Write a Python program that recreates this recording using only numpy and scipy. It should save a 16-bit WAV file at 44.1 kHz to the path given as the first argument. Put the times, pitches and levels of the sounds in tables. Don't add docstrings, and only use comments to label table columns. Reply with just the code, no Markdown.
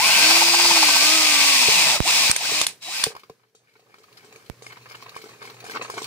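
import sys
import numpy as np
from scipy import signal
from scipy.fft import rfft, irfft, next_fast_len
from scipy.io import wavfile
from scipy.ndimage import uniform_filter1d

SR = 44100
rng = np.random.default_rng(int(sys.argv[2]) if len(sys.argv) > 2 else 0)


def volts(x):
    e = np.asarray(x, float) / 20
    return 10 ** e


def unload_audio(sound):
    columns = np.transpose(np.atleast_2d(sound))
    steps = np.round(np.clip(columns, -1, 1) * 32767)
    wavfile.write(sys.argv[1], SR, steps.astype(np.int16))


N = 267510
LEFT_LAG = -4


# time in seconds, speed in turns per second.
MOTOR_SPEED = [(0, 140), (.15, 214), (.19, 283), (.25, 314), (.36, 336), (.5, 341.5), (.68, 345),
               (.76, 332), (.83, 313), (.98, 276), (1.06, 302), (1.15, 322), (1.38, 290), (1.54, 279),
               (1.66, 243), (1.77, 190), (2.01, 70), (2.12, 250), (2.2, 275), (2.29, 262), (2.41, 215),
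               (2.55, 308), (2.62, 308), (2.68, 235), (2.8, 205), (2.82, 100), (3, 290), (3.05, 290),
               (3.14, 200)]


def motor_speed():
    jitter = evened(uniform_filter1d(rng.standard_normal(N), 900))
    return along(MOTOR_SPEED)[1] * (1 + .0004 * jitter)


# time in seconds, depth as a share from 0 to 1.
BITE_DEPTH = [(0, .1), (.28, .3), (.36, .9), (.98, .9), (1.05, .1), (1.5, .15), (1.58, .85), (1.7, .2),
              (3.2, .2)]


def bite_strength(turns):
    gearing = 19.5
    depth = np.clip(along(BITE_DEPTH)[1], 0, 1)
    return np.exp(1.63 * depth * (np.cos(2 * np.pi * (turns / gearing + 0.22)) - .6))


# time in seconds, share from 0 to 1.
PRESSURE = [(0, 0.98), (1.9, 0.3), (2.05, 0), (2.17, 0.6), (2.3, 0.4), (2.9, 0), (3, 0.9), (3.2, 0.7)]
# centre in Hz, width in Hz, gain in dB.
HOUSING_MODES = [(1550, 26, 8.5), (2510, 390, 2.5), (4580, 1100, -1), (5360, 77, -8.5), (6900, 200, -13),
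                 (9690, 33, 1.5)]


def housing_ring(teeth):
    ringing = 0
    for mode, noise in zip(HOUSING_MODES, rng.standard_normal((len(HOUSING_MODES), N))):
        drift_db = 3.0 * evened(uniform_filter1d(noise, 5000))
        ringing = ringing + volts(drift_db) * resonate(teeth, [mode])
    return along(PRESSURE)[1] * ringing


# frequency in Hz, relative density in dB per Hz.
HOUSING_COLOUR = [(760, -30.5), (1300, -17.5), (1440, -26.5), (1790, -6), (2550, 3), (2820, -2.5),
                  (3160, -1.5), (5250, 0.5), (6260, -4), (8190, -5.5), (12700, -29), (14800, -23),
                  (15400, -26.5)]


def gear_rattle(turns, bite):
    teeth = np.array([grit(9000, 2.3) for _ in range(3)])
    rattle = evened(evened(colour(teeth, HOUSING_COLOUR)) + 1.5 * housing_ring(evened(teeth)))
    out_of_round = 1 + 0.14 * np.cos(2 * np.pi * turns)
    return rattle * out_of_round * bite ** 0.077


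# centre in Hz, width in Hz, gain in dB.
PIPE_WALL = [(156, 250, -6), (672, 10, 0.5), (843, 465, -4.5), (1060, 180, -11)]


def pipe_scrape(bite):
    chips = np.array([grit(2500, 2.3) for _ in range(3)])
    scrape = evened(resonate(resonate(chips, [(896, 1700, 0)]), PIPE_WALL))
    knock = evened(resonate(scrape, [(900, 140, 0)]))
    return 0.79 * scrape * bite ** 0.19 + 0.18 * knock * bite ** 3.7


# time in seconds, share from 0 to 1.
BURIED_SHARE = [(0, 0), (.75, 0), (1, 1), (1.7, 1), (1.77, .4), (1.96, .4), (2, 0), (3.2, 0)]


def by_stage(db, buried_db, out_db):
    through_s = 1.98
    return db + buried_db * along(BURIED_SHARE)[1] + out_db * (np.arange(N) / SR > through_s)


# frequency in Hz, gain in dB.
RADIATION = [(140, -14), (220, -15), (280, -10), (322, 0), (350, 0), (400, -18), (560, -14), (640, 0),
             (690, -6), (1000, -3), (1300, 0), (1400, -3), (1750, -22), (2000, -4), (2500, 5), (2950, 2),
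             (3300, -10), (3950, -14), (4350, 0), (4750, -2), (4835, 3), (5300, 0), (5900, 1)]


def radiated_db(hz):
    path_hz, path_db = np.transpose(RADIATION)
    return np.interp(np.log(hz), np.log(path_hz), path_db)


ORDERS = (1, 2, 4, 14, 17)
# dB over rattle, dB added when buried, dB added when backing out.
ORDER_LEVELS = [(-20, 1, -5), (-30, 8, 8), (-33, 14, 5), (-11, -11, -12), (-17, -12, -14)]


def shaft_orders(hz, rattle_db):
    total = np.zeros(N)
    for order, levels in zip(ORDERS, ORDER_LEVELS):
        total += tone(order * hz, rattle_db + by_stage(*levels) + radiated_db(order * hz))
    return total


# time in seconds, pitch in Hz, level in dB.
CHUCK_SWEEPS = [
    [(0, 808, -23.5), (.03, 1037, -27.5), (.07, 1113, -33)],
    [(1.84, 1060, -39), (1.91, 900, -43), (1.97, 540, -33.5)],
    [(2.05, 599, -27.5), (2.085, 1086, -34), (2.12, 1600, -43.5)],
    [(2.275, 1600, -31), (2.3, 1425, -42.5), (2.318, 790, -38.5)],
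    [(2.405, 600, -28), (2.43, 1110, -47), (2.465, 1730, -33.5)],
    [(2.878, 633, -33), (2.905, 970, -48.5), (2.945, 1550, -47)],
]


def chuck_sweeps():
    return sum(gate * tone(hz, db) for gate, hz, db in map(along, CHUCK_SWEEPS))


# time in seconds, level in dB.
RATTLE_LEVEL = [(0, -22), (.05, -18.5), (.27, -14.5), (.5, -17), (.75, -15), (1.25, -16), (1.5, -15),
                (1.9, -16), (1.96, -18.5), (2, -32.5), (2.04, -25.5), (2.08, -16), (2.29, -17.5),
                (2.31, -18.5), (2.322, -28.5), (2.4, -28), (2.45, -23), (2.6, -20), (2.645, -23.5),
                (2.662, -39), (2.69, -33), (2.8, -72), (2.825, -36.5), (2.95, -27), (3.06, -29),
                (3.14, -52.5)]
# level in dB over rattle, dB added when buried, dB added when backing out.
SCRAPE_LEVEL = (-9.5, -4.5, -4)


def drill():
    hz = motor_speed()
    turns = np.cumsum(hz) / SR
    bite = bite_strength(turns)
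    on, rattle_db = along(RATTLE_LEVEL)
    scrape_db = rattle_db + by_stage(*SCRAPE_LEVEL)
    rattle = volts(rattle_db) * gear_rattle(turns, bite)
    direct, *scattered = on * (rattle + volts(scrape_db) * pipe_scrape(bite))
    tones = on * shaft_orders(hz, rattle_db) + chuck_sweeps()
    return tones, blend(spaced(direct, LEFT_LAG), np.array(scattered))


# time in seconds, level in dB.
SWITCH_WHINE = [
    [(1.7, -33), (2.04, -41.5), (2.3, -34)],
    [(2.4, -42.5), (2.502, -49), (2.55, -29)],
    [(2.8, -66), (2.85, -41.5), (2.95, -44)],
]


def whine():
    hz = np.full(N, 3900)
    return sum(gate * (tone(hz, db) + tone(2 * hz, db - 22.5)) for gate, db in map(along, SWITCH_WHINE))


# start in seconds, relative level in dB, ring in Hz,
# relative treble in dB.
TRIGGER_SNAPS = [(2.3124, -5, 2378, -20), (2.3622, -9, 2510, -10), (2.6136, -6.5, 3370, -29),
                 (2.6661, -10, 4700, -22.5), (3.038, -4.5, 2240, -46.5)]


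def snaps():
    out, t = np.zeros(N), np.arange(900) / SR
    shape = (1 - np.exp(-t / .0003)) * (volts(-60 * t / .006) + .08 * volts(-60 * t / .04))
    for s, db, hz, treble_db in TRIGGER_SNAPS:
        noise = rng.standard_normal(900)
        body = resonate(noise, [(hz, 1200, 0), (5000, 4000, 0), (8500, 2500, treble_db + 10)])
        body = colour(body, [(300, -4), (1500, -9.5), (9500, -12), (13000, -29.5), (20000, -28.5)])
        crack = shape * body
        add(out, s, volts(db + 5) * crack / abs(crack).max())
    return out


# start in seconds, relative level in dB.
BUCKET_BUMPS = [(1.684, -22.5), (2.518, -33), (3.067, -26), (3.298, -38)]


def bumps():
    thump, blow = np.zeros(N), np.zeros(N)
    for s, db in BUCKET_BUMPS:
        add(blow, s, volts(db) * np.hanning(32) / 15)
        add(thump, s, volts(db - 1.5) * ring(150, .045))
    return thump, blow


# centre in Hz, width in Hz, gain in dB.
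DROP_SIZES = [(715, 290, -6), (1090, 1300, 6.5), (2070, 500, 4), (2910, 2500, -7.5), (4900, 5600, -31),
              (9200, 8400, 7)]


def patter():
    fade = volts(-60 * np.arange(2500) / SR / 0.057)
    total = np.zeros(N)
    for size in DROP_SIZES:
        puffs = signal.oaconvolve(abs(grit(98, 7.5)), fade)[:N] * rng.standard_normal(N)
        total += resonate(evened(puffs), [size])
    return evened(total)


# frequency in Hz, relative density in dB per Hz.
SPLASH_COLOUR = [(120, -59), (200, -9.5), (440, -8), (650, -14.5), (1040, -6), (1710, -8.5), (2700, -6.5),
                 (3310, -15), (4430, -10), (9000, -34.5), (14900, -38.5), (16000, -21)]
# time in seconds, flow level in dB, bucket boom over flow in dB.
FLOW = [(3.1, -50, 10), (3.2, -53, -14), (3.279, -70, -3), (3.45, -71, -6), (3.53, -84, 9), (3.7, -63, -9),
        (3.87, -63.5, 2), (4.1, -59.5, -8.5), (4.25, -51.5, -2), (4.42, -53, -13), (4.55, -61.5, -7),
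        (4.7, -53, -9), (4.8, -52, -30), (4.98, -48, -14), (5.3, -47.5, -2), (5.37, -50, -11),
        (5.48, -45, -3), (5.56, -52, 0.5), (5.76, -37, -9.5), (5.88, -43.5, 1.5), (6.07, -37, -9)]


def stream(modes):
    gate, flow_db, boom_db = along(FLOW)
    splash = evened(colour(patter() + 0.35 * rng.standard_normal(N), SPLASH_COLOUR))
    drum = evened(signal.oaconvolve(grit(250, 4.6), modes)[:N])
    return gate * volts(flow_db) * splash, gate * volts(flow_db + boom_db + 0.5) * drum


# lowest in Hz, highest in Hz.
SMALL_BUBBLES = (753, 2820)


def small_gulps(count=160):
    when, size, pitch = rng.random((count, 3)).T
    s = 3.55 + 2.2 * when
    times, flow_db, _ = np.transpose(FLOW)
    db = np.interp(s, times, flow_db) + 7 - 10 * size
    low, high = SMALL_BUBBLES
    return list(zip(s, db, low * (high / low) ** pitch, np.full(count, -15)))


# start in seconds, relative level in dB, bubble in Hz,
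# slap on the bucket in dB relative to the gulp.
LARGE_GULPS = [(3.151, -32, 1033, -22), (3.164, -28, 1056, -40), (3.234, -33, 1180, -44),
               (3.297, -33, 985, -30), (3.549, -49.5, 1293, -1), (3.795, -49, 730, -18),
               (3.941, -37.5, 1200, -24), (3.983, -47, 1270, -8), (4.04, -41, 1230, -30),
               (4.245, -52.5, 1870, 3), (4.325, -39, 2290, -12), (4.359, -34.5, 2250, -15),
               (4.499, -47, 716, -16), (4.622, -35, 1970, -4.5), (4.665, -27, 2070, -17),
               (4.722, -34, 2000, -24), (4.95, -30.5, 2760, -16.5), (5.024, -32, 1050, -34),
               (5.164, -24.5, 1060, -17), (5.24, -34, 1250, -12), (5.292, -38.5, 1060, -12),
               (5.426, -33, 1060, -23), (5.452, -35, 1020, -6), (5.544, -38, 830, -12),
               (5.641, -34.5, 746, -3.5), (5.664, -33.5, 794, -12), (5.696, -28.5, 1550, -9),
               (5.716, -28, 1960, -19), (5.821, -30, 1010, -2.5), (5.899, -21.5, 1034, -12.5),
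               (5.939, -31.5, 676, -4.5), (5.975, -30.5, 724, -2), (6.018, -27.5, 970, -4)]


def gulps():
    water, slaps, t = np.zeros(N), np.zeros(N), np.arange(4000) / SR
    highpass = signal.butter(2, 3500, "high", fs=SR)
    for s, db, hz, slap_db in LARGE_GULPS + small_gulps():
        noise = rng.standard_normal(4000)
        add(slaps, s, volts([db + slap_db - 5]))
        bubble = np.sin(2 * np.pi * hz * t * (1 + 3 * t))
        bubble *= (1 - np.exp(-t / 0.00025)) * volts(-60 * t / 0.026)
        splash = evened(colour(noise, SPLASH_COLOUR))
        splash *= 0.57 * volts(-60 * t / 0.019) + 0.089 * volts(-60 * t / 0.14)
        spray = signal.lfilter(*highpass, noise) * volts(-60 * t / 0.24)
        spray = evened(colour(spray, [(3000, 11.5), (8000, 10.0), (16000, -35)]))
        add(water, s, volts(db) * (0.78 * bubble + 0.63 * splash + volts(slap_db - 14) * spray))
    return water, slaps


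# pitch in Hz, level in dB, time to fall 60 dB in seconds.
BUCKET_MODES = [(416, -6, 0.051), (445, 3.5, 0.078), (517, -5, 0.026), (758, 1.5, 0.022),
                (1135, -24.5, 0.045), (1600, -19, .04), (2144, -26, 0.04), (2620, -28, .04)]


def bucket():
    modes = sum(volts(db) * ring(hz, t60) for hz, db, t60 in BUCKET_MODES)
    thump, blows = bumps()
    water, slaps = gulps()
    trickle, drumming = stream(modes)
    rung = signal.oaconvolve(blows + slaps, modes)[:N] + drumming
    rung = signal.lfilter(*signal.butter(2, 220, "high", fs=SR), rung)
    return thump + water + trickle + rung


# start in seconds, relative level in dB.
STRAY_DROPS = [(2.004, -6.5), (2.297, -17.5), (4.499, -21.5)]


def port_drops():
    out, t = np.zeros(N), np.arange(1500) / SR
    push = np.exp(-t / 0.00067) - 0.95 * (1 - np.exp(-t / 0.0029)) * np.exp(-(t / 0.0044) ** 2)
    for s, db in STRAY_DROPS:
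        add(out, s, volts(db + 7.5) * push)
    return np.array([0.037 * out, out])


# frequency in Hz, relative density in dB per Hz.
AIR_COLOUR = [(15, -31), (25, -6.5), (49, -26), (117, 9), (277, 2), (416, 8.5), (796, -4), (1190, -4.5),
              (5000, -10), (16000, -35)]
# time in seconds, level in dB.
AIR_SWELL = [(0, -54), (2.6, -46.5), (3, -68.5), (3.3, -63.5), (3.5, -73.5), (4.2, -57.5), (5, -56),
             (6.07, -54.5)]
# time in seconds, level in dB.
HUM_SWELL = [(0, -68.5), (3, -78), (3.5, -79), (3.8, -71.5), (4.6, -58.5), (6.07, -57.5)]


def basement():
    shared, left, right = rng.standard_normal((3, N))
    air = evened(colour(shared + colour(np.array([left, right]), REFLECTED), AIR_COLOUR))
    waver = 1 + 0.6 * evened(uniform_filter1d(shared, 2000))
    hum = np.sin(2 * np.pi * 120.6 * np.arange(N) / SR) * waver
    return volts(along(AIR_SWELL)[1]) * air + volts(along(HUM_SWELL)[1]) * hum


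# frequency in Hz, level over direct sound in dB.
REFLECTED = [(100, -4.5), (500, -6.5), (1000, -8.5), (1600, 6), (3000, -0.5), (8000, 11.5), (15000, 22.5)]


def blend(direct, reflected):
    keep = [(hz, -10 * np.log10(1 + volts(2 * db))) for hz, db in REFLECTED]
    return colour(direct + colour(reflected, REFLECTED), keep)


def echoes(x):
    t, count = np.arange(SR // 4) / SR, 3
    shape = (count, 2, len(t))
    taps = rng.standard_normal(shape) * (rng.random(shape) < .1) * (t > .001)
    taps *= volts(-60 * t / 0.006) + 0.016 * volts(-60 * t / 0.17)
    taps /= np.linalg.norm(taps, axis=2, keepdims=True)
    place = np.arange(N) / SR * 12 % count
    total = np.zeros((2, N))
    for k, tail in enumerate(taps):
        away = (place - k + count / 2) % count - count / 2
        fade = np.cos(np.pi / 2 * np.clip(away, -1, 1))
        total += signal.oaconvolve((x * fade)[None], tail, axes=1)[:, :N]
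    return total


def spaced(x, left_lag):
    return np.array([np.roll(x, left_lag), x])


def tone(hz, db):
    return volts(db) * np.sqrt(2) * np.sin(2 * np.pi * np.cumsum(hz) / SR)


def ring(hz, t60, seconds=.25):
    t = np.arange(round(seconds * SR)) / SR
    return np.sin(2 * np.pi * hz * t) * volts(-60 * t / t60)


def grit(per_s, spread_db):
    size = volts(spread_db * np.minimum(rng.exponential(1, N), 3.5))
    return size * rng.choice([-1., 1.], N) * (rng.random(N) < per_s / SR)


def resonate(x, peaks):
    return sum(volts(db) * signal.lfilter(*signal.iirpeak(hz, hz / max(width, 1), SR), x)
               for hz, width, db in peaks)


def colour(x, points):
    hz, db = np.transpose(points)
    length = x.shape[-1]
    size = next_fast_len(length)
    f = np.fft.rfftfreq(size, 1 / SR)
    gain = volts(np.interp(np.log(f + 1), np.log(hz + 1), db))
    return irfft(rfft(x, size) * gain, size)[..., :length]


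def along(rows):
    s, *columns = np.transpose(rows)
    t = np.arange(N) / SR
    since = t - s[0] + (s[0] < .03)
    left = s[-1] - t + (s[-1] > 6)
    gate = np.clip(np.minimum(since, left) / .008, 0, 1)
    return gate, *(np.interp(t, s, c) for c in columns)


def evened(x):
    return x / np.sqrt(np.mean(x ** 2) + 1e-20)


def add(mix, s, sound):
    part = mix[round(s * SR):][:len(sound)]
    part += sound[:len(part)]


# frequency in Hz, left over right in dB.
LEFT_OVER_RIGHT = [(60, -4.5), (150, 3.5), (380, 1), (950, 0.5), (2380, 3), (5980, 2), (15000, -26)]


def scene():
    tones, roar = drill()
    tones = tones + whine()
    cracks, water = snaps(), bucket()
    direct = spaced(cracks, LEFT_LAG // 2) + spaced(water, -LEFT_LAG)
    near = roar + spaced(tones, LEFT_LAG // 2) + blend(direct, volts(1) * echoes(cracks + water))
    shaded = []
    for side, sign in zip(near, (1, -1)):
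        shaded.append(colour(side, [(hz, sign * db / 2) for hz, db in LEFT_OVER_RIGHT]))
    return volts(1.0) * np.array(shaded) + basement() + port_drops()


def top_cut(x):
    return signal.sosfilt(signal.butter(12, 16640, fs=SR, output="sos"), x)


def record(dry):
    thin = signal.lfilter(*signal.butter(2, 40, "high", fs=SR), dry)
    lowpass = signal.firwin(511, 15650, window=("kaiser", 8), fs=SR)[None]
    mix = signal.oaconvolve(np.clip(thin, -1, 1), lowpass, "same")
    return top_cut(mix)


dry = scene()
out = record(dry)
unload_audio(out)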